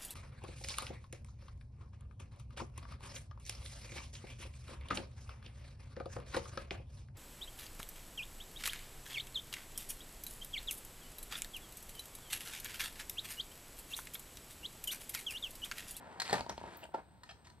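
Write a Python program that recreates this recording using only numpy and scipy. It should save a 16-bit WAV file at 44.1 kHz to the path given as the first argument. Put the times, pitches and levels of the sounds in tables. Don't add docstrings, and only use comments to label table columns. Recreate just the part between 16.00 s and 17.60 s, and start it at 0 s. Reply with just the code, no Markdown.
import sys
import numpy as np
from scipy import signal
from scipy.fft import rfft, irfft, next_fast_len
from scipy.io import wavfile

SR = 44100
rng = np.random.default_rng(int(sys.argv[2]) if len(sys.argv) > 2 else 0)


def int16_out(signal):
    q = np.round(np.clip(np.atleast_2d(signal).T, -1, 1) * 32767)
    wavfile.write(sys.argv[1], SR, q.astype(np.int16))


N = 70560

# frequency in Hz, relative level in dB.
CLACK_SPECTRUM = [(250, -21), (850, -10.5), (1250, -1), (1900, 4.5), (2600, -9), (4300, 1.5), (5600, -5.5),
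                  (8700, -10.5), (15000, -26)]
# frequency in Hz, relative level in dB.
TYRE_SPECTRUM = [(30, -39.5), (180, -3.5), (450, -5.5), (700, -1), (970, 0.5), (1100, -9.5), (1500, -6),
                 (2300, -17), (15000, -63.5)]
CLACK_RISE_S, CLACK_T60_S = 0.0025, 0.032


def amp(db):
    return 10 ** (np.asarray(db) / 20)


def unit(x):
    return x / np.sqrt(np.mean(x ** 2) + 1e-20)


def decay(t_s, t60_s):
    return np.exp(-np.log(1000) * t_s / t60_s)


def lookup(table, hz):
    table_hz, values = np.transpose(table)
    return np.interp(np.log(hz + 1), np.log(table_hz + 1), values)


def colour(x, spectrum):
    hz = np.fft.rfftfreq(4096, 1 / SR)
    log_gain = np.log(amp(lookup(spectrum, hz)))
    mirrored = np.r_[log_gain, log_gain[-2:0:-1]]
    log_response = np.conj(signal.hilbert(mirrored))[:len(hz)]
    taps = irfft(np.exp(log_response))
    return signal.fftconvolve(x, taps / np.linalg.norm(taps))[:len(x)]


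def noise_band(centre_hz, relative_width):
    hz = np.fft.rfftfreq(N, 1 / SR)
    offset = (hz / centre_hz - 1) / relative_width
    return unit(irfft(rfft(rng.standard_normal(N)) / (1 + offset ** 2), N))


def swell(start_s, rise_s, t60_s):
    t = np.arange(N) / SR - start_s
    return np.clip(t / rise_s, 0, 1) * decay(np.maximum(t - rise_s, 0), t60_s)


def bursts(rows, spectrum):
    power = sum((amp(db) * swell(start_s, rise_s, t60_s)) ** 2 for start_s, db, rise_s, t60_s in rows)
    return colour(np.sqrt(power) * rng.choice([-1., 1.], N), spectrum)


def ring(hits, modes, contact_s, detune, vary_db):
    out, t = np.zeros(N), np.arange(SR // 3) / SR
    onset = np.sin(np.pi / 2 * np.minimum(t / contact_s, 1)) ** 2
    for start_s, hit_db in hits:
        span = out[round(start_s * SR):][:len(t)]
        for hz, mode_db, t60_s in modes:
            gain = amp(hit_db + mode_db + vary_db * rng.standard_normal())
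            detuned_hz = hz * (1 + detune * rng.standard_normal())
            tone = np.sin(2 * np.pi * detuned_hz * (t - contact_s))
            span += (gain * onset * decay(t, t60_s) * tone)[:len(span)]
    return out


def friction(levels, spectrum, slips_per_s, spread_db):
    slips = (rng.random(N) < slips_per_s / SR) * rng.choice([-1., 1.], N)
    sizes = amp(spread_db * np.minimum(rng.exponential(1, N), 4))
    envelope = amp(np.interp(np.arange(N) / SR, *np.transpose(levels)))
    return colour(unit(slips * sizes) * envelope, spectrum)


def kickstand():
    # start in seconds, chatter level in dB, ring level in dB.
    clacks = [(0.1989, -31.5, -39), (0.2173, -33, -42.5), (0.2953, -42, -38), (0.305, -43, -58),
              (0.327, -29.5, -49), (0.338, -34.5, -55), (0.4956, -41, -59)]
    # frequency in Hz, gain in dB, T60 in seconds.
    stand_modes = [(760, -2.5, 0.094), (935, 0.5, 0.04), (1470, -2.5, 0.033), (1865, 7, 0.028),
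                   (4150, 7, 0.028)]
    # time in seconds, level in dB.
    scrape_levels = [(0, -70), (.195, -66), (.21, -47), (.243, -61), (.257, -46), (.32, -48), (.375, -45.5),
                     (.44, -71.5), (.74, -58.5), (.81, -66), (.84, -59.5), (.885, -95)]
    # frequency in Hz, relative level in dB.
    scrape_spectrum = [(150, -25.5), (800, -2), (1900, 2), (3200, -2.5), (4400, -4), (5800, -12),
                       (8800, -12), (15000, -35.5)]
    chatter = bursts([(s, db, CLACK_RISE_S, CLACK_T60_S) for s, db, _ in clacks], CLACK_SPECTRUM)
    metal = ring([(s, db) for s, _, db in clacks], stand_modes, contact_s=0.0015, detune=0.02, vary_db=2)
    return chatter + metal + friction(scrape_levels, scrape_spectrum, slips_per_s=2800, spread_db=4)


def landing():
    # start in seconds, level in dB.
    thumps = [(.328, -25.5), (0.333, -35), (0.3405, -29.5)]
    # frequency in Hz, gain in dB, T60 in seconds.
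    thump_modes = [(124.5, -15, 0.37), (186, -12, 0.13), (440, 0, 0.039), (615, -10, 0.025),
                   (732, 1.5, 0.036), (800, -1, 0.039), (962, -10.5, 0.073), (1196, -18, 0.15),
                   (1793, -3, 0.044)]
    # start in seconds, level in dB, rise and T60 in seconds.
    bumps = [(.275, -54, 0.03, 0.28), (.39, -55, 0.017, 0.12), (.495, -56, 0.0064, 0.41),
             (.61, -49, 0.018, .13)]
    # frequency in Hz, relative level in dB.
    bump_spectrum = [(25, -52), (55, 10), (170, 0), (600, -63)]
    crunch_db, rise_s, t60_s = -6, 0.001, 0.04
    crunch = bursts([(s, db + crunch_db, rise_s, t60_s) for s, db in thumps], TYRE_SPECTRUM)
    blows = ring(thumps, thump_modes, contact_s=0.00185, detune=0.004, vary_db=1)
    return blows + crunch + bursts(bumps, bump_spectrum)


def frame():
    # start in seconds, knock level in dB, tick level in dB.
    knocks = [(0.31, -38, -35), (.394, -37, -38), (0.4075, -33.5, -34), (0.4636, -39.5, -51),
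              (0.4952, -35.5, -40), (0.5249, -45.5, -47), (0.5784, -37, -42), (.613, -41, -55),
              (.6385, -37.5, -58.5), (.757, -53.5, -52), (0.8903, -50.5, -72)]
    # frequency in Hz, gain in dB, T60 in seconds.
    frame_modes = [(236.5, -16, 0.091), (380, -7, 0.028), (616, -2, 0.022), (763, 1.5, 0.011),
                   (922, -1.5, 0.043)]
    # frequency in Hz, relative level in dB.
    tick_spectrum = [(300, 12.5), (1200, 5.5), (4400, 6.5), (6000, -3), (15000, -25)]
    # time in seconds, level in dB.
    roll_levels = [(0, -54), (.28, -54.5), (.35, -37.5), (.44, -55.5), (.485, -55.5), (.505, -45.5),
                   (.57, -64.5), (.665, -50.5), (.74, -55), (.81, -59), (.91, -67.5), (.99, -50),
                   (1.05, -69)]
    rise_s, t60_s = 0.00039, 0.015
    body = ring([(s, db) for s, db, _ in knocks], frame_modes, contact_s=0.0018, detune=0.015, vary_db=1)
    ticks = bursts([(s, db, rise_s, t60_s) for s, _, db in knocks], tick_spectrum)
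    return body + ticks + friction(roll_levels, TYRE_SPECTRUM, slips_per_s=1800, spread_db=1)


def grit():
    # start in seconds, level in dB, pitch in Hz, T60 in seconds.
    cracks = [(0.253, -40, 4380, 0.018), (0.493, -41, 5580, 0.016), (0.7693, -49.5, 14000, 0.028),
              (0.83, -51.5, 2790, 0.08), (0.839, -52, 8350, 0.0078)]
    return sum(amp(db) * noise_band(hz, relative_width=0.13) * swell(s, rise_s=0.0022, t60_s=t60_s)
               for s, db, hz, t60_s in cracks)


def shoe():
    # start in seconds, level in dB.
    footfalls = [(.9425, -33.5), (.980, -50)]
    # frequency in Hz, gain in dB, T60 in seconds.
    sole_modes = [(374, -2, 0.044), (538, -1.5, 0.053), (910, 3.5, 0.044), (1390, -5.5, 0.061)]
    # start in seconds, level in dB, rise and T60 in seconds.
    scuffs = [(.824, -47, 0.015, 0.058), (.848, -46.5, 0.0077, 0.016), (.937, -39.5, 0.0091, 0.068),
              (.968, -51, 0.014, 0.034)]
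    # frequency in Hz, relative level in dB.
    scuff_spectrum = [(60, -22.5), (520, -5), (690, 5), (970, -4), (1100, -19.5), (1500, -11),
                      (2200, -19.5), (4600, -25), (15000, -50.5)]
    thuds = ring(footfalls, sole_modes, contact_s=0.004, detune=0.019, vary_db=2.5)
    return thuds + bursts(scuffs, scuff_spectrum)


def fitting():
    # start in seconds, level in dB, rise and T60 in seconds.
    rattles = [(1.289, -53.5, 0.0034, 0.093), (1.306, -54.5, 0.0053, 0.055)]
    # start in seconds, level in dB, rise and T60 in seconds.
    rubs = [(1.25, -68.5, 0.012, 0.61), (1.442, -61.5, 0.0091, 0.21)]
    # frequency in Hz, relative level in dB.
    contact_spectrum = [(400, -19), (800, 2), (2300, 0.5), (5500, -3), (7000, -8), (15000, -34)]
    # frequency in Hz, relative level in dB.
    fitting_modes = [(790, 4), (1820, 1), (2740, -3), (3260, 1), (4260, 1.5), (5030, 0), (5800, -4.5)]
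    t = np.arange(SR // 8) / SR
    chatter = bursts(rattles, contact_spectrum)
    body = sum(amp(db) * np.sin(2 * np.pi * hz * t) for hz, db in fitting_modes) * decay(t, t60_s=0.028)
    ringing = signal.fftconvolve(chatter, body / np.linalg.norm(body))[:N]
    return chatter + amp(-0.5) * ringing + bursts(rubs, contact_spectrum)


def latch():
    # start in seconds, level in dB.
    clicks = [(1.233, -54), (1.469, -60), (1.499, -61.5)]
    # frequency in Hz, gain in dB, T60 in seconds.
    latch_modes = [(979, 4, 0.074), (1285, 0, 0.063), (1820, -3.5, 0.11), (4210, 7, 0.021)]
    snap = bursts([(s, db + 4, CLACK_RISE_S, CLACK_T60_S) for s, db in clicks], CLACK_SPECTRUM)
    return snap + ring(clicks, latch_modes, contact_s=0.00192, detune=0.0069, vary_db=1)


def reflections(direct):
    # frequency in Hz, T60 in seconds.
    decay_times = [(900, 0.11), (12000, 0.34)]
    echoes_per_s, shape = 2500, (2, SR // 2)
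    taps = rng.standard_normal(shape) * (rng.random(shape) < echoes_per_s / SR)
    taps[:, :SR // 300] = 0
    hz, t, spectra = signal.stft(taps, SR, nperseg=256)
    spectra *= decay(t, lookup(decay_times, hz)[:, None])
    tail = signal.istft(spectra, SR, nperseg=256)[1]
    tail /= np.linalg.norm(tail, axis=1, keepdims=True)
    return signal.fftconvolve(direct[None], tail, axes=1)[:, :N]


def air():
    # frequency in Hz, relative level in dB.
    air_spectrum = [(20, -29.5), (60, 2), (155, -1), (350, -13.5), (950, -27), (1200, -32.5), (4200, -27),
                    (6000, -38.5), (15000, -40)]
    common, left, right = (colour(rng.standard_normal(N + 4096), air_spectrum)[-N:] for _ in range(3))
    rumble = common + amp(-6) * np.array([left, right])
    hiss = noise_band(centre_hz=8270, relative_width=0.013)
    return amp(-65) * rumble + amp(-80.5) * hiss


def scene():
    direct = kickstand() + landing() + frame() + grit() + shoe() + fitting() + latch()
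    return direct + amp(-7) * reflections(direct) + air()


def record(dry):
    # frequency in Hz, phase lead of the left port in radians.
    port_phase = [(60, 0), (250, 1.02), (480, -0.56), (1230, -1.14), (1650, -1.5), (3900, -0.99),
                  (6000, -2), (8790, -7.5), (12000, -12), (16000, -18)]
    # frequency in Hz, left minus right level in dB.
    port_balance = [(180, 0.5), (410, 4.8), (900, 0.29), (1500, 2), (15000, 0.31)]
    cutoff_hz = 15850
    size = next_fast_len(N + 4096)
    hz = np.fft.rfftfreq(size, 1 / SR)
    left_gain = amp(lookup(port_balance, hz) / 2) * np.exp(0.5j * lookup(port_phase, hz))
    ports = irfft(rfft(dry, size) * np.array([left_gain, 1 / left_gain]), size)[:, :N]
    lowpass = signal.firwin(511, cutoff_hz, window=("kaiser", 9), fs=SR)
    return signal.oaconvolve(ports, lowpass[None], "same")


dry = scene()
out = record(dry)
int16_out(out)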